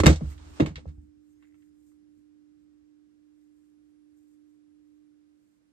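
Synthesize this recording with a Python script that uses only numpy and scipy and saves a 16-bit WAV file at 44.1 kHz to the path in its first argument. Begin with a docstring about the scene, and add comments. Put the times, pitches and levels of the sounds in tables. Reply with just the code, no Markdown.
"""Workshop: a heavy hand-held crimper is set down on a plywood bench, rocks, slides and settles.
Its weight rings the modes of the bench top; its steel parts clack and tick. A cable is picked up and
turned in the fingers, with rubbing noise, a faint creak and thin squeaks; the bench trembles under the
arms. A thin electrical hum and whine stand to the right over quiet hiss."""
import sys
import numpy as np
from scipy import signal
from scipy.fft import rfft, irfft, next_fast_len
from scipy.io import wavfile

SR = 44100
rng = np.random.default_rng(int(sys.argv[2]) if len(sys.argv) > 2 else 0)


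def int16_out(signal):
    """Quantize to a 16-bit WAV file."""
    q = np.round(np.clip(np.atleast_2d(signal).T, -1, 1) * 32767)
    wavfile.write(sys.argv[1], SR, q.astype(np.int16))


N = 252252


def bench_thumps():
    """Each landing pushes every bench mode for about a cycle; modes near the struck pitch ring most."""
    # start_s, strength_db, struck_hz
    landings = [(0.0005, -6.5, 76), (0.001, -19.5, 335), (0.010, -9, 69.4), (0.0328, -10.5, 350),
                (0.043, -16, 180), (0.057, -9.5, 74), (0.0564, -12, 324), (0.065, -2.5, 167.4),
                (0.066, -10.5, 283), (0.0837, -2, 76), (0.095, -9.5, 330), (0.0964, -18.5, 560),
                (0.1095, -9, 130.6), (0.1214, -20, 170), (0.16, -21.5, 75), (0.2158, -22.5, 183),
                (0.229, -26.5, 151), (0.2384, -22, 75.7), (0.2671, -21, 75), (0.3089, -28, 70),
                (0.6012, -8.5, 304), (0.6119, -10, 293.4), (0.6135, -27, 540), (0.6204, -14, 155),
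                (0.622, -21.5, 70), (0.648, -27, 220), (0.6667, -26, 281), (0.6716, -27, 75.5),
                (0.7027, -32.5, 148), (0.714, -28, 105), (0.761, -30.5, 74.5), (0.7687, -41.5, 153),
                (0.8049, -39, 70.4), (0.8623, -23.5, 89.9), (0.874, -26, 69.3), (0.895, -37, 109.5),
                (0.9426, -41, 70), (0.975, -30, 69.8), (1.0302, -44.5, 70.1), (1.074, -46.5, 70)]
    # pitch_hz, level_db, t60_s, first_swing_sign, left_minus_right_db, left_lag_ms
    modes = [(55, -8.5, 0.11, 1, -2.5, 0.093), (76, 1.5, 0.16, -1, -1.5, 0.049),
             (105, -11.5, 0.097, 1, -2, 0), (149.6, 2.5, 0.14, 1, 0.5, 0.22),
             (170.3, -1.5, 0.088, 1, -3.5, 1), (203, 2.5, 0.057, -1, -5, .5), (230, 1.5, 0.088, -1, -5, .5),
             (313.5, 3, 0.12, 1, -4.5, .4), (352, -1, .07, -1, -4, 0.27), (423, 0.5, 0.088, 1, -2, 0.1),
             (557, -4.5, .1, -1, 2, 1), (587.6, -7, 0.082, -1, -1, 0.73), (675, -9.5, .08, -1, -2, 0.97),
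             (823.4, -7.5, 0.15, 1, -1, 0.98)]
    rocking = [(0.3557 + k * 0.052, -27.5 - k * 2.5, 65.5) for k in range(4)]   # four soft bumps to rest
    below_db_per_octave, above_db_per_octave, above_max_db = 22, 20.5, 33.5
    start_s, strength_db, struck_hz = np.transpose(landings + rocking)
    out, length = np.zeros((2, N)), 2 * SR
    for hz, level_db, t60_s, sign, pan_db, lag_ms in modes:
        octaves = np.log2(hz / struck_hz)
        above_db = np.minimum(above_db_per_octave * octaves, above_max_db)
        fall_db = np.maximum(-below_db_per_octave * octaves, above_db)
        scatter_db = rng.normal(0, 0.83, (len(start_s), 2)).T
        clicks = np.zeros((2, length))
        clicks[:, (start_s * SR).astype(int)] = from_db(strength_db - fall_db + level_db + scatter_db)
        push = np.hanning(int(1.2 * SR / hz))
        force = signal.fftconvolve(clicks, [2 * push / push.sum()], "same")
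        left, right = sign * ring(force, hz, t60_s)
        out[:, :length] += pan(pan_db) * [np.roll(left, int(lag_ms * SR / 1000)), right]
    return out


def steel_clacks():
    """Steel parts clack and tick: a sharp crack with a tail of micro-contacts rings the steel modes."""
    # start_s, level_db, tilt_db_per_octave, t60_s
    clacks = [(0.001, -25, 2, 0.056), (0.035, -25.5, -2, 0.19), (0.059, -28, 6, 0.16),
              (0.065, -13.5, 2.5, 0.058), (0.078, -21, -1.5, 0.17), (0.097, -35, -4, 0.13),
              (0.210, -45, -11, 0.17), (0.599, -31, -3, 0.18), (0.604, -27.5, -4, 0.062),
              (0.622, -38.5, -8, 0.19), (0.661, -42, -0.5, 0.18), (0.781, -50, -7, 0.075),
              (0.856, -52.5, -11, 0.096), (0.877, -66, 0, 0.09), (0.888, -66.5, 1.5, 0.13)]
    # small parts, narrower band: start_s, level_db, centre_hz, t60_s
    ticks = [(0.060, -21, 2800, 0.025), (0.098, -36.5, 5800, 0.14), (0.127, -42, 5700, .1),
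             (0.159, -47.5, 6400, 0.1), (0.318, -62.5, 2320, 0.091), (0.379, -61, 3330, 0.085),
             (0.604, -37.5, 2670, 0.084), (0.661, -41, 2790, 0.069), (0.7568, -42.5, 3060, 0.11),
             (1.425, -70, 1914, .2), (1.543, -72, 1687, 0.081), (1.622, -76, 2300, .05),
             (1.918, -80.5, 1400, .04)]
    # pitch_hz, level_db, t60_s
    modes = [(1180, -7.5, 0.027), (1340, -6.5, 0.056), (1810, -15, .1), (2122, -8.5, 0.0664),
             (2225, -8.5, 0.22), (2730, -9, .09), (3052, -13, .1), (3765, -8, 0.094), (4246, -12.5, 0.087),
             (4411, -12, 0.29), (6250, -8, .12), (6640, -10, 0.16), (7800, -11.5, 0.12),
             (8730, -1.5, 0.082)]
    # sharp crack, heard with an empty band near 10-11 kHz: frequency_hz, density_db
    notched_spectrum = [(290, -29.5), (500, -0.5), (750, -9), (2040, -13.5), (3790, -19.5), (8300, -26),
                        (9600, -47.5), (11200, -53.5), (11800, -39.5), (13500, -39), (14300, -53),
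                        (15600, -55.5)]
    ring_db, tick_focus_db_per_octave2 = -25.5, 7
    out, length, lead = np.zeros((2, N + SR)), 16384, 1024
    t = (np.arange(length) - lead) / SR
    fades = np.clip((t + .004) / .004, 0, 1) * np.clip((t[-1] - t) / .1, 0, 1)
    band_hz = np.geomspace(250, 16000, 60)
    hits = [(s, db, tilt * np.log2(band_hz), t60_s) for s, db, tilt, t60_s in clacks]
    hits += [(s, db, -tick_focus_db_per_octave2 * np.log2(band_hz / hz) ** 2, t60_s)
             for s, db, hz, t60_s in ticks]
    for start_s, level_db, colour_db, t60_s in hits:
        envelope = (t >= 0) * (from_db(-60 * t / t60_s) + 0.5 * from_db(-60 * t / 0.009))
        burst = rng.standard_normal((2, length)) * envelope
        contacts = burst * from_db(-60 * t / 0.015)
        for (hz, mode_db, mode_t60_s), scatter_db in zip(modes, rng.normal(0, 2.0, len(modes))):
            burst += from_db(ring_db + mode_db + scatter_db) * ring(contacts, hz, min(mode_t60_s, t60_s))
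        spectrum = np.transpose([band_hz, at_hz(notched_spectrum, band_hz) + colour_db])
        hit = to_stereo(burst, spectrum, left_lag_ms=0.26, correlation=0.34)   # tool lies to the right
        at = int(start_s * SR)
        out[:, at:at + length] += from_db(level_db) * fades * hit
    return out[:, lead:lead + N]


def edge_snaps():
    """Hard steel edges tick: a few milliseconds of bright noise each."""
    # start_s, level_db
    snaps = [(0.604, -46), (0.663, -46.5), (0.666, -57), (0.756, -60)]
    t60_s = 0.016
    clicks = np.zeros(N)
    for start_s, level_db in snaps:
        clicks[int(start_s * SR)] = from_db(level_db)
    envelope = signal.lfilter([1], [1, -from_db(-60 / (t60_s * SR))], clicks)
    highpass = signal.butter(2, 7000, "high", fs=SR, output="sos")
    return signal.sosfilt(highpass, envelope * rng.standard_normal((2, N)))


def tool_slide():
    """The tool drags over the wood in short gritty strokes."""
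    # start_s, hold_s, level_db
    drags = [(0.215, 0.12, -59), (0.40, 0.17, -60.5), (0.575, .015, -55), (0.79, 0.0075, -63.5),
             (0.86, 0.049, -74)]
    # frequency_hz, density_db
    grit_spectrum = [(210, -33), (350, -2), (481, -13.5), (1000, -9.5), (1090, -13.5), (1180, -9.5),
                     (1970, -17.5), (8390, -23), (9500, -33.5), (12400, -68), (20900, -120)]
    level_db = strokes_db(drags, rise_db_per_s=300.5, fall_db_per_s=301)
    return friction(level_db, grit_spectrum, flicker_db=-0.5, flicker_hz=47)


def finger_rub():
    """Fingers and sleeve rub on cable and bench."""
    # start_s, hold_s, level_db
    touches = [(0.31, 0.014, -65.5), (0.50, .05, -71), (0.93, 0.13, -87.5), (1.28, 0.044, -82.5),
               (1.42, 0.06, -85), (1.58, .08, -83.5), (1.79, 0.048, -85.5), (1.88, .02, -78.5),
               (2.18, 0.011, -86), (2.61, 0.029, -92.5), (3.40, 0.051, -87), (3.56, 0.14, -88),
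               (3.89, 0.0098, -91), (4.17, .17, -84.5), (4.50, .03, -87), (4.88, 0.093, -92.5),
               (5.43, .11, -87)]
    # rubbing noise, heard with an empty band near 10-11 kHz: frequency_hz, density_db
    notched_spectrum = [(3000, -21), (5800, -12), (7200, -2), (9000, -3), (9800, -24.5), (11500, -24),
                        (12000, -6), (13600, -5.5), (14500, -18.5), (15500, -25.5)]
    level_db = strokes_db(touches, rise_db_per_s=149.5, fall_db_per_s=201, rest_db=-98)
    return friction(level_db, notched_spectrum, flicker_db=1.5, flicker_hz=50)


def creak():
    """Uneven little slips ring one short resonance."""
    # time_s, level_db
    swell = [(1.36, -110), (1.40, -79.5), (1.50, -79), (1.58, -81), (1.67, -83), (1.72, -110)]
    slips_per_s = 400
    slips = rng.standard_normal((2, N)) * (rng.random(N) < slips_per_s / SR)
    return from_db(in_time(swell)) * unit_rms(ring(slips, hz=2018, t60_s=0.01))


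def squeaks():
    """Short, thin, unsteady gliding tones."""
    # start_s, hold_s, from_hz, to_hz, level_db
    glides = [(1.33, .05, 6420, 6450, -85.5), (1.42, 0.063, 7380, 6950, -86),
              (1.529, .03, 6270, 6250, -91.5), (1.61, .035, 6280, 6240, -93)]
    t, out = np.arange(N) / SR, 0
    for start_s, hold_s, from_hz, to_hz, db in glides:
        pitch_hz = np.interp(t, [start_s, start_s + hold_s], [from_hz, to_hz]) * (1 + 0.0046 * drift(36))
        level_db = strokes_db([(start_s, hold_s, db)], rise_db_per_s=500, fall_db_per_s=500)
        out += from_db(level_db + 2.0 * drift(30)) * np.sin(2 * np.pi * np.cumsum(pitch_hz) / SR)
    return out


def bench_tremble():
    """The bench trembles under the arms: a low rumble."""
    # time_s, level_db
    swell = [(0.5, -61), (0.9, -56.5), (1.12, -70.5), (1.5, -73), (2.3, -77), (2.5, -72), (2.75, -75),
             (2.95, -81.5), (5.72, -83)]
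    # frequency_hz, density_db
    spectrum = [(15, -26), (25, -20), (59, -2), (150, -12.5), (214, -10), (250, -5), (320, -22),
                (550, -120)]
    return friction(in_time(swell), spectrum, flicker_db=2.0, flicker_hz=8.7)


def mains_hum():
    """Mains overtones, steady in pitch, wavering a little in level and fading at the end."""
    # time_s, level_db
    fade = [(1.0, -58.5), (5.11, -59), (5.36, -62.5), (5.56, -68.5), (5.72, -68.5)]
    # pitch_hz, level_db, left_minus_right_db, left_lead_rad
    partials = [(298.6, 1.5, -12.5, 1.7), (355.2, -21.5, -7.5, 0.33), (420, -26, -7.5, 1.7),
                (597.9, -38, -0.5, 2.7)]
    t, out = np.arange(N) / SR, np.zeros((2, N))
    for hz, level_db, pan_db, lead_rad in partials:
        phase = 2 * np.pi * hz * t + 0.15 * drift(8) + np.array([[lead_rad], [0]])
        out += from_db(in_time(fade) + level_db + .7 * drift(2.2)) * pan(pan_db) * np.sin(phase)
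    return out


def whine():
    """A thin wavering tone slowly weakens while its octave swells and fades."""
    # time_s, level_db
    octave_swell = [(0.9, -104), (1.8, -89), (2.7, -99), (3.9, -90), (4.8, -93), (5.72, -92.5)]
    pitch_hz, start_db, sag_db_per_s = 5160, -93, 1.32
    t = np.arange(N) / SR
    phase = 2 * np.pi * pitch_hz * t + .25 * drift(5) + np.array([[.8], [0]])
    tone = from_db(start_db - sag_db_per_s * t + 1.5 * drift(10)) * pan(-3.5) * np.sin(phase)
    octave = from_db(in_time(octave_swell) + 1.3 * drift(10)) * np.sin(2 * phase)
    return tone + octave


def hiss():
    """Quiet hiss, heard with an empty band near 10-11 kHz."""
    # frequency_hz, density_db
    notched_spectrum = [(30, -27), (70, -5.5), (220, -0.5), (450, -6.5), (800, -16), (1500, -14.5),
                        (3000, -21), (8800, -24.5), (9700, -42.5), (11500, -42.5), (12200, -33.5),
                        (13800, -34), (15500, -46.5)]
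    return from_db(-78.5) * stereo_noise(notched_spectrum)


def friction(level_db, spectrum, flicker_db, flicker_hz):
    """Rubbing noise whose level flickers."""
    return from_db(level_db + flicker_db * drift(flicker_hz)) * stereo_noise(spectrum)


def strokes_db(rows, rise_db_per_s, fall_db_per_s, rest_db=-200):
    """Level of strokes that swell, hold and fade above a resting level."""
    t, power = np.arange(N) / SR, from_db(2 * rest_db)
    for start_s, hold_s, level_db in rows:
        before_db = rise_db_per_s * np.maximum(start_s - t, 0)
        after_db = fall_db_per_s * np.maximum(t - start_s - hold_s, 0)
        power = power + from_db(2 * (level_db - before_db - after_db))
    return 10 * np.log10(power)


def ring(clicks, hz, t60_s):
    """One mode: a unit click starts a decaying sine of height 1."""
    r, w = from_db(-60 / (t60_s * SR)), 2 * np.pi * hz / SR
    return signal.lfilter([0, np.sin(w)], [1, -2 * r * np.cos(w), r * r], clicks + 1e-18)


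def stereo_noise(spectrum):
    return to_stereo(rng.standard_normal((2, next_fast_len(N))), spectrum)[:, :N]


def to_stereo(noise, spectrum, left_lag_ms=0, correlation=None):
    """Colours mid and side noise by a normalised spectrum and mixes them to left and right."""
    # frequency_hz, left_right_correlation
    room_correlation = [(60, 0.7), (180, -0.12), (550, -0.1), (1650, -0.2), (4970, -0.1), (15000, -0.63)]
    # frequency_hz, left_minus_right_db
    balance = [(60, -1), (700, -1.5), (4400, -4.5), (8100, -0.5)]
    size = noise.shape[1]
    hz = np.maximum(np.fft.rfftfreq(size, 1 / SR), 1)
    colour = from_db(at_hz(spectrum, hz))
    mid, side = rfft(noise) * colour
    if correlation is None:
        correlation = at_hz(room_correlation, hz)
    channels = np.sqrt(1 + correlation) * mid + np.sqrt(1 - correlation) * side * [[1], [-1]]
    channels[0] *= np.exp(-2j * np.pi * hz * left_lag_ms / 1000)
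    channels *= from_db(at_hz(balance, hz) * [[.5], [-.5]])
    return irfft(channels, size) / np.sqrt(np.mean(colour ** 2))


def drift(rate_hz):
    """Slow random wander, rms 1."""
    step = 40
    r = np.exp(-2 * np.pi * rate_hz * step / SR)
    slow = signal.lfilter([1], [1, -2 * r, r * r], rng.standard_normal(N // step + 2002))[2000:]
    return np.interp(np.arange(N) / step, np.arange(len(slow)), unit_rms(slow))


def from_db(db):
    return 10 ** (np.asarray(db) / 20)


def unit_rms(x):
    return x / np.sqrt(np.mean(x ** 2) + 1e-20)


def in_time(points):
    time_s, values = np.transpose(points)
    return np.interp(np.arange(N) / SR, time_s, values)


def at_hz(points, hz):
    points_hz, values = np.transpose(points)
    return np.interp(np.log(hz), np.log(points_hz), values)


def pan(left_minus_right_db):
    return from_db([[left_minus_right_db / 2], [-left_minus_right_db / 2]])


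def scene():
    noises = tool_slide() + bench_tremble() + finger_rub() + hiss()
    impacts = bench_thumps() + steel_clacks() + edge_snaps()
    return impacts + noises + creak() + squeaks() + mains_hum() + whine()


def record(dry):
    """The microphone drops the deepest bass, rounds the loudest peaks and cuts the top."""
    thin = signal.sosfilt(signal.butter(3, 52, "high", fs=SR, output="sos"), dry)
    rounded = 1.019 * np.tanh(thin / 1.148)
    return signal.sosfilt(signal.cheby2(12, 70, 15700, fs=SR, output="sos"), rounded)


dry = scene()
out = record(dry)
int16_out(out)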